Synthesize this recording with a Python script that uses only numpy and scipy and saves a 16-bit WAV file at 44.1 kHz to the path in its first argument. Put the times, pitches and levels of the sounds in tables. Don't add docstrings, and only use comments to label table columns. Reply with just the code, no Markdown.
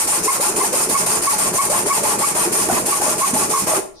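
import sys
import numpy as np
from scipy import signal
from scipy.fft import rfft, irfft, next_fast_len
from scipy.io import wavfile
from scipy.ndimage import uniform_filter1d, map_coordinates

SR = 44100
rng = np.random.default_rng(int(sys.argv[2]) if len(sys.argv) > 2 else 0)


def put_to_file(sound):
    columns = np.atleast_2d(sound).T
    safe = np.clip(columns, -1, 1)
    whole_steps = np.round(safe * 32767)
    wavfile.write(sys.argv[1], SR, whole_steps.astype(np.int16))


N = 176400
TIME = np.arange(N) / SR

# (start [s], stop [s], rasp level [dB])
STROKES = [(-0.09, 0.052, 3.5), (0.07, 0.202, 7.5), (0.227, 0.379, 5), (0.401, 0.517, 7.5),
           (0.557, 0.686, 8), (0.723, 0.865, 7), (0.888, 1.04, 7), (1.058, 1.19, 8.5), (1.215, 1.361, 5),
           (1.378, 1.505, 9), (1.532, 1.682, 7), (1.696, 1.825, 9.5), (1.855, 2.004, 8), (2.03, 2.158, 9),
           (2.184, 2.321, 6.5), (2.347, 2.477, 9.5), (2.518, 2.667, 8), (2.683, 2.818, 11.5),
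           (2.854, 2.995, 6.5), (3.01, 3.151, 8), (3.177, 3.315, 7), (3.335, 3.466, 8.5), (3.492, 3.636, 4),
           (3.665, 3.804, 11)]
# (frequency [Hz], width [Hz], boost [dB])
BOTTLE = [(191, 49, 5.5), (360, 113, 6), (431.7, 74, 1), (632, 96, 6.5), (848, 33, 9), (1138, 23, 3.5),
          (1385, 32, 10.5), (2540, 66, 15.5)]
PULL_TOOTH_HZ, PUSH_TOOTH_HZ = 1085.5, 1130.4
OVERRUN_S, RELEASE_S = 0.014, 0.049


def amp(db):
    return 10 ** (np.asarray(db) / 20)


def unit(x):
    return x / np.sqrt(np.mean(x ** 2) + 1e-20)


def along(points, hz):
    freqs, values = np.transpose(points)
    return np.interp(np.log(hz + 1), np.log(freqs + 1), values)


def bumps(resonances, hz):
    return sum(db / (1 + (2 * (hz - centre) / width) ** 2) for centre, width, db in resonances)


def wobble(per_s):
    return map_coordinates(rng.standard_normal(N // 8), [TIME * per_s], mode="wrap")


def ring(x, colour, resonances=()):
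    size = 2 * next_fast_len(N // 2 + SR // 8)
    hz = np.fft.rfftfreq(size, 1 / SR)
    gain = amp(along(colour, hz) + bumps(resonances, hz))
    cepstrum = irfft(np.log(gain + 1e-6), size)
    cepstrum[1:size // 2] *= 2
    cepstrum[size // 2 + 1:] = 0
    return irfft(rfft(x, size) * np.exp(rfft(cepstrum)), size)[..., :N]


def spread(mid, side):
    # (frequency [Hz], angle [rad]); 0 is central, 0.8 diffuse
    width = [(30, 0.63), (120, 0.094), (330, 0.042), (1000, 0.51), (2000, 1), (9000, 1)]
    angle = along(width, np.fft.rfftfreq(N, 1 / SR))
    mid, side = rfft(mid) * np.cos(angle), rfft(side) * np.sin(angle)
    return irfft(np.array([mid + side, mid - side]), N)


def pulses(rate, scatter, size_db):
    cycles = np.cumsum(np.broadcast_to(rate, N)) / SR
    count = int(cycles[-1])
    timing, size = rng.standard_normal((12000, 2))[:count].T
    at = np.interp(np.arange(count) + scatter * timing, cycles, np.arange(N))
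    return np.bincount(np.round(at).astype(int), amp(size_db * size), N)


def air():
    # (frequency [Hz], level [dB])
    colour = [(25, 6), (500, -15), (2000, -55), (12000, -44)]
    return amp(-57) * unit(ring(spread(*rng.standard_normal((2, N))), colour))


def wall(x, wet_db, count=14):
    # (frequency [Hz], time to fall 60 dB [s])
    decay = [(150, 0.55), (430, 0.6), (1200, 0.4), (14000, 0.27)]
    hz, t, noise = signal.stft(rng.standard_normal((count, 2, SR // 2)), SR, nperseg=256)
    tails = signal.istft(noise * amp(-60 * t / along(decay, hz)[:, None]), SR, nperseg=256)[1]
    wet, hop = np.zeros((2, 2 * N)), N // (count - 2)
    padded = np.pad(x, ((0, 0), (hop, 2 * hop)))
    for k, tail in enumerate(tails):
        piece = padded[:, k * hop:(k + 2) * hop] * np.hanning(2 * hop)
        answer = signal.fftconvolve(piece, tail / np.linalg.norm(tail[0]), axes=1)
        wet[:, k * hop:k * hop + answer.shape[1]] += answer
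    return x + amp(wet_db) * wet[:, hop:hop + N]


def late_left(x, delay_s=0.0001):
    hz = np.fft.rfftfreq(N, 1 / SR)
    return irfft(rfft(x) * np.exp(-2j * np.pi * hz * np.array([[delay_s], [0]])), N)


def rub(start_s=3.96, band_hz=(3700, 6000)):
    slide = signal.lfilter(*signal.butter(4, band_hz, "bandpass", fs=SR), rng.standard_normal((2, N)))
    return amp(-48) * unit(slide) * np.clip((TIME - start_s) / RELEASE_S + 0.5, 0, 1)


def hollow(rate, force, hz=440, width_hz=6):
    drive = rng.standard_normal(N) * force * amp(-4.5 * rate / PUSH_TOOTH_HZ)
    note = signal.lfilter(*signal.iirpeak(hz, hz / width_hz, SR), drive)
    return amp(-40) * unit(note) * amp([[-1], [1]])


def whine(rate, force, arm_waver=0.0832):
    # (frequency [Hz], level [dB])
    colour = [(60, -28), (250, -8.5), (450, 0), (1000, 1), (1300, -4.5)]
    phase = 2 * np.pi * np.cumsum(rate * (1 + arm_waver * wobble(220))) / SR
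    tone = np.sin(phase) * force * amp(2.4 * wobble(120))
    return amp(-34.5) * unit(ring(tone, colour, BOTTLE))


def judder(rate, force):
    # (frequency [Hz], level [dB])
    colour = [(25, -14), (60, -8), (120, 1.5), (200, 2), (290, 2.5), (400, 4.5), (620, -3.5), (900, -8.5),
              (2000, -41)]
    catches = [pulses(900, scatter=0.8, size_db=2.5) * rng.standard_normal(N) for _ in range(2)]
    shaken = spread(*catches) * force * amp(-3 * rate / PUSH_TOOTH_HZ)
    return amp(-31) * unit(ring(shaken, colour, BOTTLE))


def chips(force, sawing, per_s=1500):
    # (frequency [Hz], level [dB])
    colour = [(300, -11), (1000, 9), (1600, 4), (2400, 1), (3400, -12.5), (7000, 5.5), (11000, -13),
              (15500, -6.5)]
    snaps = pulses(per_s, scatter=1, size_db=4) * rng.standard_normal((2, N))
    crumbling = snaps * force ** 0.15 * sawing
    return amp(-30) * unit(ring(spread(*crumbling), colour))


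def locked_tone(middle_s, length_s, hz, octaves_per_s, rough):
    near = np.flatnonzero(np.abs(TIME - middle_s) < 2 * length_s)
    dt = TIME[near] - middle_s
    position = 2 * dt / length_s
    waver, flutter, smear = [map_coordinates(knots, [(dt - dt[0]) * 280], mode="wrap")
                             for knots in rng.standard_normal((3, 64))]
    arch = 0.03654 * np.minimum(position ** 2, 2)
    pitch = hz * 2 ** (octaves_per_s * dt) * (1 + 0.013 * waver - arch)
    phase = 2 * np.pi * np.cumsum(pitch) / SR + rough * smear
    octave = amp(-7 - 2.2 * middle_s) * np.exp(-2 * position ** 2)
    envelope = np.exp(-np.abs(position) ** 3) * np.exp(rough * flutter - rough ** 2)
    tone = np.zeros(N)
    tone[near] = envelope * (np.sin(phase) + octave * np.sin(2 * phase))
    return np.sqrt(2) * tone


def groan(length_s=0.03, settle_s=0.02533):
    # (middle [s], pitch [Hz], level [dB])
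    groans = [(.222, 186.4, -10), (.262, 417.7, -6.5), (.409, 579, -4), (.502, 389, -4.5),
              (.584, 401.7, -5.5), (.627, 414.5, -1.5), (.644, 845, -3.5), (.739, 530, -4.5),
              (1.713, 612, 0.5), (1.741, 859, -1), (1.862, 414.2, -6), (2.039, 599, -4), (2.15, 382.4, -8),
              (2.37, 836, -10), (2.476, 368, -1), (2.532, 377.2, -11), (2.702, 737, 1.5), (2.735, 235, -7),
              (2.823, 404.9, -9.5), (3.021, 830.7, -1), (3.082, 625, -3), (3.344, 255, 0), (3.37, 854, -3),
              (3.634, 207.6, -6), (3.73, 633.2, 3.5), (3.785, 390.2, 1.5)]
    starts = np.array(STROKES)[:, 0]
    tone = np.zeros(N)
    for middle_s, hz, db in groans:
        into_stroke_s = middle_s - starts[starts < middle_s].max()
        octaves_per_s = 16.8 * np.exp(-into_stroke_s / settle_s)
        tone += amp(db - 20) * locked_tone(middle_s, length_s, hz, octaves_per_s, rough=0.5)
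    return tone


def squeak():
    # (middle [s], length [s], pitch [Hz], level [dB])
    squeaks = [(0.293, 0.034, 1073, -0.5), (0.612, 0.022, 1047, -1.5), (.957, 0.027, 1115, -0.5),
               (1.282, 0.023, 1118, 2), (1.599, .034, 1111, 1.5), (1.914, 0.033, 1123, 0),
               (2.243, 0.023, 1135, -.5), (2.934, 0.039, 1138, -3), (3.235, 0.039, 1105, 0),
               (3.546, 0.023, 1113, -0.5), (3.573, 0.025, 1090, -2)]
    tone, locked = np.zeros(N), np.zeros(N)
    for middle_s, length_s, hz, db in squeaks:
        chirp = locked_tone(middle_s, length_s, hz, octaves_per_s=1.926, rough=0.28 * amp(-db))
        tone += amp(db - 15.5) * chirp
        position = 2 * (TIME - middle_s - 0.006) / (1.56 * length_s)
        locked += min(amp(2 * db), 1) * np.exp(-position ** 2)
    return tone, np.minimum(locked, 1)


def rasp(rate, force):
    # (frequency [Hz], level [dB])
    colour = [(25, -23), (100, -17), (350, -14.5), (600, -0.5), (850, 3), (1130, 4.5), (1300, -5.5),
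              (2000, -4), (2500, -14.5), (3200, -12.5), (6000, -31)]
    mid = pulses(rate, scatter=0.2, size_db=3) * force
    side = pulses(rate, scatter=0.28, size_db=3) * force
    return amp(-27.5) * unit(ring(spread(mid, side), colour, BOTTLE))


def shifting(x, depth_db=2.2):
    spectra = signal.stft(x, nperseg=512)[2]
    patches = uniform_filter1d(rng.standard_normal(spectra.shape), size=7, axis=1)
    patches = uniform_filter1d(patches, size=4, axis=2)
    return signal.istft(spectra * amp(depth_db * unit(patches)), nperseg=512)[1][:, :N]


def hiss(rate, force, burst_s=0.00017, steady=0.82):
    # (frequency [Hz], level [dB])
    colour = [(700, -28), (1500, -26.5), (2400, -8.5), (3500, -16.5), (4800, -9), (6200, -6), (8000, -4),
              (9800, 0), (11000, -8.5), (13000, -12.5), (15500, -24)]
    # (frequency [Hz], width [Hz], left boost [dB], right boost [dB])
    steel = [(6840, 480, -1.5, 5.5), (8700, 400, 8, 2), (9100, 235, 8, 4.5), (9640, 87, -28, 6),
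             (11420, 480, 2, 9.5)]
    teeth = pulses(rate, scatter=0.23, size_db=2.5)
    bursts = signal.lfilter([1], [1, -np.exp(-1 / (burst_s * SR))], teeth)
    tearing = np.sqrt(unit(bursts / (rate + 250)) + steady)
    torn = rng.standard_normal((2, N)) * tearing * force * amp(1.2 * wobble(90))
    left = ring(torn[0], colour, [(hz, width, db) for hz, width, db, _ in steel])
    right = ring(torn[1], colour, [(hz, width, db) for hz, width, _, db in steel])
    return amp(-20) * unit(shifting(np.array([left, right])))


def arm(attack_s=0.008, turn_db=-10):
    rate, bite = np.zeros(N), np.zeros(N)
    for k, (start, stop, _) in enumerate(STROKES):
        top_hz, shape = (PUSH_TOOTH_HZ, 0.5) if k % 2 else (PULL_TOOTH_HZ, 0.8)
        end = stop + OVERRUN_S
        progress = np.clip((TIME - start) / (end - start), 0, 1)
        rate = np.maximum(rate, top_hz * np.abs(np.sin(np.pi * progress)) ** shape)
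        grip = np.clip((TIME - start) / attack_s, 0, 1) * np.clip((end - TIME) / RELEASE_S, 0, 1)
        bite = np.maximum(bite, grip)
    rate = rate * amp(wobble(60) / 2) + 40
    bite += amp(turn_db)
    strokes = np.array(STROKES)
    rasp_db = np.interp(TIME, strokes[:, :2].ravel(), np.repeat(strokes[:, 2], 2))
    reach = np.interp(TIME, strokes[:, 0], 1 - np.arange(len(strokes)) % 2)
    loosening_db = 0.5 * TIME
    judder_db = 0.89 * rasp_db + 3 * reach + loosening_db
    return rate, bite, amp(rasp_db), amp(judder_db)


def scene():
    rate, bite, rasp_gain, judder_gain = arm()
    sawing = np.clip((STROKES[-1][1] + OVERRUN_S - TIME) / RELEASE_S, 0, 1)
    squeaks, locked = squeak()
    calm = sawing * amp(-10 * locked)
    cutting = bite * sawing * amp(-4 * locked)
    drumming = bite * rasp_gain * calm * amp(2 * wobble(45))
    shaking = bite ** 0.097 * judder_gain * calm
    bottle = rasp(rate, drumming) + whine(rate, drumming)
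    bottle += judder(rate, shaking) + hollow(rate, shaking) + groan()
    blade = hiss(rate, cutting) + chips(cutting, sawing) + rub()
    return (wall(late_left(bottle), wet_db=-8) + wall(blade, wet_db=-4)
            + wall(late_left(squeaks), wet_db=-8) + air())


def record(dry):
    threshold_db, ratio, window_s = -16, 8.3, 0.017
    ceiling_db, top_hz = -9, 15550
    power = np.abs(uniform_filter1d(np.mean(dry ** 2, axis=0), int(window_s * SR)))
    over = np.maximum(np.sqrt(power) / amp(threshold_db), 1)
    held = dry * over ** (1 / ratio - 1)
    rounded = held / (1 + (held / amp(ceiling_db)) ** 8) ** (1 / 8)
    size = next_fast_len(N + SR // 4)
    passband = np.fft.rfftfreq(size, 1 / SR) < top_hz
    return irfft(rfft(rounded, size) * passband, size)[:, :N]


dry = scene()
out = record(dry)
put_to_file(out)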